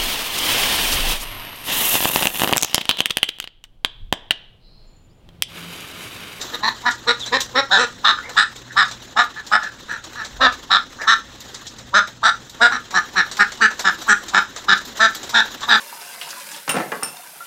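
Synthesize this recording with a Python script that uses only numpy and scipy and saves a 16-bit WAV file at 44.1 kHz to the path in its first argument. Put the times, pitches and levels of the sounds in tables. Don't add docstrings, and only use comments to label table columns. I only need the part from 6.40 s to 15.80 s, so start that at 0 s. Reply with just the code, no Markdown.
import sys
import numpy as np
from scipy import signal
from scipy.fft import rfft, irfft
from scipy.io import wavfile
from scipy.ndimage import uniform_filter1d, minimum_filter1d

SR = 44100
rng = np.random.default_rng(int(sys.argv[2]) if len(sys.argv) > 2 else 0)


def bounce(signal):
    frames = np.transpose(np.atleast_2d(signal))
    limited = np.clip(frames, -1, 1)
    pcm = np.round(limited * 32767).astype(np.int16)
    wavfile.write(sys.argv[1], SR, pcm)


N = 414540
LEAD_S = .03

# glide_ratio, opening_s, murmur_db, neck_hz, upper_throat_hz, ring_hz,
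# chest_db, rasp_db
DEEP = (.03, .005, -50, 510, 1850, 3900, -38, -6.5)
SOFT = (.02, .006, -36, 960, 1860, 4000, -21, -13)
LOUD = (.01, .004, -66, 815, 1790, 3780, -32, -12)
FULL = (.03, .005, -60, 680, 1760, 3790, -27, -12)
FAR = (-.025, .005, -55, 910, 1760, 4030, -26, -13.5)
DROOP = (-.09, .006, -34, 830, 1760, 3950, -21, -10)
CHESTY = (-.03, .005, -56, 860, 1740, 3740, -22, -10.5)
# freq_hz, density_db
CRISP_SPECTRUM = [(8000, -34), (9500, -9), (11000, -1), (12000, 4), (14500, 5), (15800, -10)]


def gain_of(db):
    return 10 ** (np.asarray(db) / 20)


def unit_rms(x):
    return x / np.sqrt(np.mean(x ** 2) + 1e-20)


def log_interp(points, hz):
    freq_hz, value = np.transpose(points)
    return np.interp(np.log(hz + 1), np.log(freq_hz + 1), value)


def envelope(rows):
    return gain_of(np.interp(np.arange(N) / SR, *np.transpose(rows)))


def add(mix, start_s, sound):
    part = mix[max(round(start_s * SR), 0):][:len(sound)]
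    part += sound[:len(part)]


def resonate(x, hz, width_hz):
    carrier = np.exp(2j * np.pi * np.cumsum(hz * np.ones(len(x))) / SR)
    pole = np.exp(-np.pi * width_hz / SR)
    return unit_rms((carrier * signal.lfilter([1], np.poly([pole, pole]), x / carrier)).real)


def coloured(x, spectrum):
    gain = gain_of(log_interp(spectrum, np.fft.rfftfreq(len(x), 1 / SR)))
    return unit_rms(irfft(rfft(x) * gain, len(x)))


def drift(cutoff_hz):
    lowpass = signal.butter(2, cutoff_hz, fs=SR, output="sos")
    return unit_rms(signal.sosfilt(lowpass, rng.standard_normal(N)))


def crackle(rate_hz, spread_db, hiss):
    snaps = (rng.random(N) < rate_hz / SR) * gain_of(spread_db * np.minimum(rng.exponential(1, N), 4))
    return unit_rms(snaps * rng.standard_normal(N)) + hiss * rng.standard_normal(N)


def patchy(x, depth_db):
    bands = signal.stft(x, nperseg=256)[2]
    patches = uniform_filter1d(rng.standard_normal(bands.T.shape), size=7, axis=0)
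    patches = unit_rms(uniform_filter1d(patches, size=2, axis=1)).T
    return unit_rms(signal.istft(bands * gain_of(depth_db * patches), nperseg=256)[1][:len(x)])


def rustle():
    # time_s, relative_db
    levels = [(0.0, -42.5), (0.52, -48), (0.83, -48), (1.49, -50.5), (5.15, -50), (5.66, -55), (6.88, -46),
              (7.25, -51), (7.49, -45.5), (8.27, -47.5), (9.4, -44)]
    # freq_hz, density_db
    leaf_spectrum = [(180, -10), (300, 3.5), (632, -4), (838, -1.5), (1600, -0.5), (1790, 0.5), (2340, -9),
                     (3910, 1), (4610, -8.5), (7090, -6), (9400, -28.5), (14700, -42), (15700, -18)]
    waves = gain_of(7.5 + 2.33 * drift(25)) * envelope(levels)
    snaps = patchy(crackle(7500, spread_db=1.1, hiss=2.0), depth_db=2.3)
    fizz = gain_of(17.3) * waves * coloured(snaps, CRISP_SPECTRUM)
    return waves * (coloured(snaps, leaf_spectrum) + fizz)


def open_air():
    # freq_hz, density_db
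    spectrum = [(12, -39), (20, -23), (53, 12), (172, 10.5), (255, 15.5), (439, -29), (507, 10),
                (972, -19), (1400, -21), (1500, -23), (1950, -27), (3300, -120)]
    return gain_of(-50 + 1.2 * drift(2)) * coloured(rng.standard_normal(N), spectrum)


def wind():
    # time_s, relative_db
    levels = [(0.0, -54), (2.22, -58), (3.87, -57), (4.0, -38.5), (4.24, -56), (9.4, -61)]
    return gain_of(2) * envelope(levels) * resonate(rng.standard_normal(N), hz=45, width_hz=54)


def motor(hum_hz=120.4):
    # time_s, relative_db
    levels = [(0, -52), (.8, -45.5), (1.4, -47.5), (1.8, -57), (2.3, -43.5), (2.7, -49.5), (3.2, -62),
              (3.8, -48.5), (4.5, -70), (5.4, -46), (5.9, -51), (6.5, -54), (9.4, -58.5)]
    tone = np.sin(2 * np.pi * np.cumsum(hum_hz + 1.2 * drift(3.1)) / SR)
    return envelope(levels) * tone * gain_of(-0.5 + 0.81 * drift(9.7))


def crunches(t60_s=.15, attack_s=.001):
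    # start_s, level_db, dull_db, crisp_db
    distinct = [(0.0124, -24, -10, -18), (0.509, -25.5, -15, -32), (0.795, -30, -21, -31),
                (0.86, -25.5, -6, -29), (1.0032, -16.5, -35, -18), (1.8921, -31, -0.5, -20),
                (2.159, -33, -7, -21), (2.512, -29.5, -6, -29), (3.065, -32, -24, -19),
                (3.231, -31.5, -2.5, -22), (3.846, -27.5, -6.5, -30), (4.123, -32, -1, -24),
                (4.614, -31, 2.5, -18), (5.003, -34, -32, -13), (5.1437, -29, -9, -35),
                (5.2666, -29.5, -40, -30), (5.384, -35, -5, -21), (5.673, -34, -1.5, -16),
                (6.0954, -36, -33, -14), (6.5066, -31, -5, -23), (6.913, -25, -6, -25),
                (6.968, -28, -5, -16.5), (7.3053, -31, 3, -22), (7.3926, -21, -6, -18),
                (7.6131, -32.5, -5, -20), (7.8825, -26, -7.5, -24), (8.1615, -28, -2, -31),
                (8.374, -30, -25, -22), (8.4522, -34, -18, -8), (8.5694, -26, -6.5, -16),
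                (8.747, -24.5, -9, -14), (8.829, -28, -4.5, -24), (8.8925, -24.5, -6.5, -19)]
    # freq_hz, density_db
    spectrum = [(300, -24), (900, -23), (2500, -14), (3800, 3.5), (4700, -3.5), (5700, -2.5), (7300, -2.5),
                (9200, -20), (12000, -31)]
    snaps = patchy(crackle(13000, spread_db=1.3, hiss=1.7), depth_db=2.8)
    bright = coloured(snaps, spectrum)
    crisp = coloured(crackle(2500, spread_db=3.0, hiss=.5), CRISP_SPECTRUM)
    dull = unit_rms(signal.sosfilt(signal.butter(2, [400, 2200], "band", fs=SR, output="sos"), snaps))
    faint = [(start_s, *rng.normal((-37, -8, -22), 3.0)) for start_s in rng.uniform(0, N / SR, 12)]
    t, out = np.arange(8000) / SR, np.zeros(N)
    for start_s, level_db, dull_db, crisp_db in distinct + faint:
        shape = gain_of(level_db - 60 * t / t60_s) * (1 - np.exp(-t / attack_s))
        span = slice(round(start_s * SR), round(start_s * SR) + len(t))
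        sound = bright[span] + gain_of(dull_db) * dull[span] + gain_of(crisp_db) * crisp[span]
        add(out, start_s, sound * shape[:len(sound)])
    return out


def quack(duck, length_s, peak_ratio, effort_db, pitch_hz, rough, lower_hz, upper_db, neck_db, ring_db):
    # centre_hz, width_hz, relative_db
    rasp_bands = ((2265, 750, -1), (2960, 113, -6), (5286, 290, -2), (5780, 380, -5), (7210, 1750, -6.5))
    glide, opening_s, murmur_db, neck_hz, upper_hz, ring_hz, chest_db, rasp_db = duck
    t = np.arange(-LEAD_S, 1.2 * length_s, 1 / SR)
    progress = np.clip(t / length_s, 0, 1)
    noise = rng.standard_normal((3, 7000))[:, :len(t)]
    smear, band_levels, band_shifts = rng.standard_normal((3, 40))
    wobble = unit_rms(uniform_filter1d(noise[0], size=500))
    shimmer = unit_rms(uniform_filter1d(noise[1], size=200))

    arch = .055 * (np.sin(np.pi * progress) - .7)
    bend = 1 + glide * (2 * progress - 1) + arch + (.0104 + .07 * rough) * wobble
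    cycles = np.cumsum(pitch_hz * bend) / SR
    partials = np.cos(2 * np.pi * np.arange(1, 41)[:, None] * cycles + 1.22 * smear[:, None])
    alternation = 1 + .63 * rough * np.cos(np.pi * cycles)
    pulses = unit_rms(partials.sum(0) * gain_of(5.2 * rough * shimmer) * alternation)
    puffs = unit_rms((.55 + np.exp(-(cycles % 1) / .79)) * noise[2])
    clear, hoarse, airy = (np.sqrt(1 - breath) * pulses + np.sqrt(breath) * puffs
                           for breath in (.3 * rough, .38 * rough, .6 * rough))

    shut = np.exp(-np.maximum(t + .0033, 0) / opening_s)
    open_gain = gain_of(-26 * shut)
    gape = 1 - .29 * shut - .043 * np.clip(t / length_s, 0, 2) ** 3
    lower = resonate(hoarse, lower_hz * gape, 280)
    upper = gain_of(upper_db) * open_gain * resonate(hoarse, upper_hz * gape, 270)
    throat = resonate(lower - upper, 1450, 1200)
    neck = unit_rms(resonate(clear, neck_hz, 220) + .8 * resonate(clear, 900, 350))
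    ring_broad = resonate(resonate(airy, ring_hz, 1000), ring_hz, 1000)
    ring = unit_rms(resonate(airy, ring_hz * (1 + .03 * wobble), 280) + .9 * ring_broad)
    rasp = unit_rms(sum(
        gain_of(db + 2.6 * level) * resonate(airy, hz * (1 + .047 * shift + .018 * wobble), width_hz)
        for (hz, width_hz, db), level, shift in zip(rasp_bands, band_levels, band_shifts)))
    chest = resonate(clear, 214, 130) - gain_of(-1) * resonate(clear, 430, 260)
    open_parts = gain_of(chest_db) * chest + gain_of(ring_db) * ring + gain_of(rasp_db) * rasp
    voice = throat + open_gain * open_parts - gain_of(neck_db) * neck

    knots_s = [-LEAD_S, -.002, .007, peak_ratio * length_s, .93 * length_s, 1.1 * length_s]
    swell_db = np.interp(t, knots_s, [murmur_db, -7.5, 1.5, 4.5, 1.5, -27.5])
    fade_in = np.minimum((t + LEAD_S) / .006, 1)
    return gain_of(effort_db + swell_db) * voice * fade_in


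def ducks():
    calls = [(0.131, DEEP, 0.029, .6, -37.5, 250.4, 0.48, 1280, 6, -4, 7.5),
             (0.225, SOFT, 0.07, .2, -24.5, 213.8, 0.5, 1030, -2, -8, 0),
             (0.452, SOFT, 0.043, .4, -20, 249.7, 0.45, 1370, 5, -3, -8.5),
             (0.67, DEEP, 0.052, .4, -23.5, 237.8, 0.3, 1340, -2, -3, 3),
             (0.92, DEEP, 0.055, .44, -23, 260.4, 0.3, 1080, 2.5, -3, -2.5),
             (1.151, DEEP, 0.059, .62, -21.5, 270.6, 0.25, 1360, 2, -1.5, -2.5),
             (1.309, LOUD, 0.073, .4, -19, 193.3, 0.2, 1530, -2, -4.5, 0),
             (1.372, DEEP, 0.083, .26, -23.5, 236.3, 0.4, 1330, 0, -3.5, -5),
             (1.644, LOUD, 0.076, .2, -17, 214.5, 0.47, 1250, -5, -17, 0),
             (1.761, FAR, 0.037, .8, -35, 214, 0.59, 1370, -5, -35, -29),
             (1.848, DEEP, 0.07, .6, -47, 242.3, 0.46, 1360, 10, 3.5, -9),
             (1.964, LOUD, 0.074, .2, -16.5, 201.5, 0.71, 1330, 2.5, -21, -5),
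             (2.292, SOFT, 0.033, .5, -44.5, 181, 0.61, 1500, 14, -25, -17),
             (2.365, LOUD, 0.071, .35, -16, 195.5, 0.37, 1264, 0.5, -19, -7),
             (2.765, LOUD, 0.063, .4, -18.5, 231.5, 0.53, 1283, -2, -6.5, -8),
             (2.957, FAR, 0.05, .42, -38, 173.5, 0.2, 1250, 12, -13, -9),
             (3.117, LOUD, 0.051, .35, -17, 222.8, 0.57, 1330, -3, -10.5, -15),
             (3.209, FAR, 0.076, .6, -34, 174, 0.58, 1340, 9, -21, -13),
             (3.484, FAR, 0.088, .3, -32.5, 236, 0.44, 1370, 9, -14.5, -13),
             (3.753, FAR, 0.078, .85, -34.5, 231, 0.3, 1315, 5, -13, -11),
             (4.005, FULL, 0.071, .64, -16.5, 262.3, 0.36, 1244, 0.5, -6.5, -4.5),
             (4.303, LOUD, 0.072, .2, -18.5, 188.5, 0.48, 1292, -5.5, -14, -0.5),
             (4.586, FAR, 0.075, .5, -34.5, 187.5, 0.4, 1280, 9, -13, -23),
             (4.671, LOUD, 0.073, .47, -16, 223.2, 0.28, 1274, 1, -23.5, -6),
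             (5.539, FULL, 0.058, .55, -13.5, 202.8, 0.11, 1355, -4, -14.5, -9),
             (5.833, LOUD, 0.07, .5, -16.5, 232.5, 0.44, 1373, -8, -11.5, -6),
             (6.209, FULL, 0.065, .2, -14.5, 239, 0.22, 1500, -3, -7, -8.5),
             (6.315, DROOP, 0.058, .6, -26, 246, 0.61, 1300, -1, -14, -8.5),
             (6.538, DROOP, 0.056, .53, -20, 176.9, 0.4, 1255, 2.5, -11.5, -9),
             (6.756, DROOP, 0.062, .37, -19.5, 175.7, 0.33, 1300, 6, -15.5, -8),
             (6.99, DROOP, 0.044, .4, -16, 197, 0.35, 1345, 8.5, -15.5, -12.5),
             (7.208, DROOP, 0.06, .25, -15, 216, 0.28, 1360, 8, -21, -15.5),
             (7.443, CHESTY, 0.058, .54, -19.5, 197, 0.42, 1300, 4.5, -12.5, -9.5),
             (7.681, DROOP, 0.054, .6, -14, 210.8, 0.28, 1400, 3, -18.5, -18),
             (7.935, CHESTY, 0.061, .2, -16, 186, 0.63, 1340, -1, -9.5, -9.5),
             (8.283, CHESTY, 0.057, .43, -14, 192.8, 0.59, 1366, 2, -16, -4),
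             (8.597, FULL, 0.073, .47, -16, 221.2, 0.15, 1350, 3, -12, -7.5),
             (8.938, CHESTY, 0.074, .43, -17.5, 231.6, 0.47, 1474, 5, -7, -1.5),
             (9.214, CHESTY, 0.048, .3, -36, 242, 0.76, 1170, -3, -8, 2),
             (9.283, CHESTY, 0.085, .38, -16.5, 233.7, 0.59, 1323, 4, -10, -3)]
    out = np.zeros(N)
    for start_s, *call in calls:
        add(out, start_s - LEAD_S, quack(*call))
    return out


def echoes(calls):
    # freq_hz, early_t60_s
    decay_times = [(200, 0.42), (600, 0.17), (1500, 0.16), (4000, 0.21), (8000, 0.36)]
    taps = np.zeros(SR // 2)
    slots = np.arange(300, len(taps) - 20, 20)
    taps[slots + rng.integers(0, 20, slots.shape)] = rng.choice([-1., 1.], slots.shape)
    hz, t, bands = signal.stft(taps, SR, nperseg=256)
    far_walls = 1 + .043 * gain_of(179 * np.minimum(t, .2))
    colour_db = -6.0 * abs(np.log2((hz[:, None] + 50) / 1500))
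    decay_db = -60 * t / log_interp(decay_times, hz)[:, None]
    tail = signal.istft(bands * far_walls * gain_of(colour_db + decay_db), SR, nperseg=256)[1]
    return signal.fftconvolve(calls, tail / np.linalg.norm(tail))[:N]


def peeps():
    # start_s, length_s, start_hz, end_hz, level_db
    calls = [(0.798, 0.054, 4070, 3120, -29), (0.863, 0.037, 3920, 4050, -33),
             (1.821, 0.053, 1850, 2330, -38.5), (7.149, 0.049, 2960, 2900, -50)]
    out = np.zeros(N)
    for start_s, length_s, start_hz, end_hz, level_db in calls:
        n = round(length_s * SR)
        breath = rng.standard_normal(4000)[:n]
        whistle = resonate(breath, np.linspace(start_hz, end_hz, n), width_hz=160)
        add(out, start_s, gain_of(level_db) * whistle * signal.windows.tukey(n, .5))
    return out


def scene():
    birds = signal.sosfilt(signal.butter(12, 8200, fs=SR, output="sos"), ducks() + peeps())
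    mix = birds + gain_of(-11.3) * echoes(birds) + crunches() + rustle()
    return (mix + open_air() + wind() + motor())[None]


def record(dry):
    allowed_gain = np.minimum(1, 1 / (abs(dry) + 1e-9))
    gain = uniform_filter1d(minimum_filter1d(allowed_gain, size=441), size=221)
    lowpass = signal.firwin(1023, cutoff=15640, window=("kaiser", 9), fs=SR)
    return signal.oaconvolve(gain * dry, lowpass[None], "same")


dry = scene()
out = record(dry)
bounce(out)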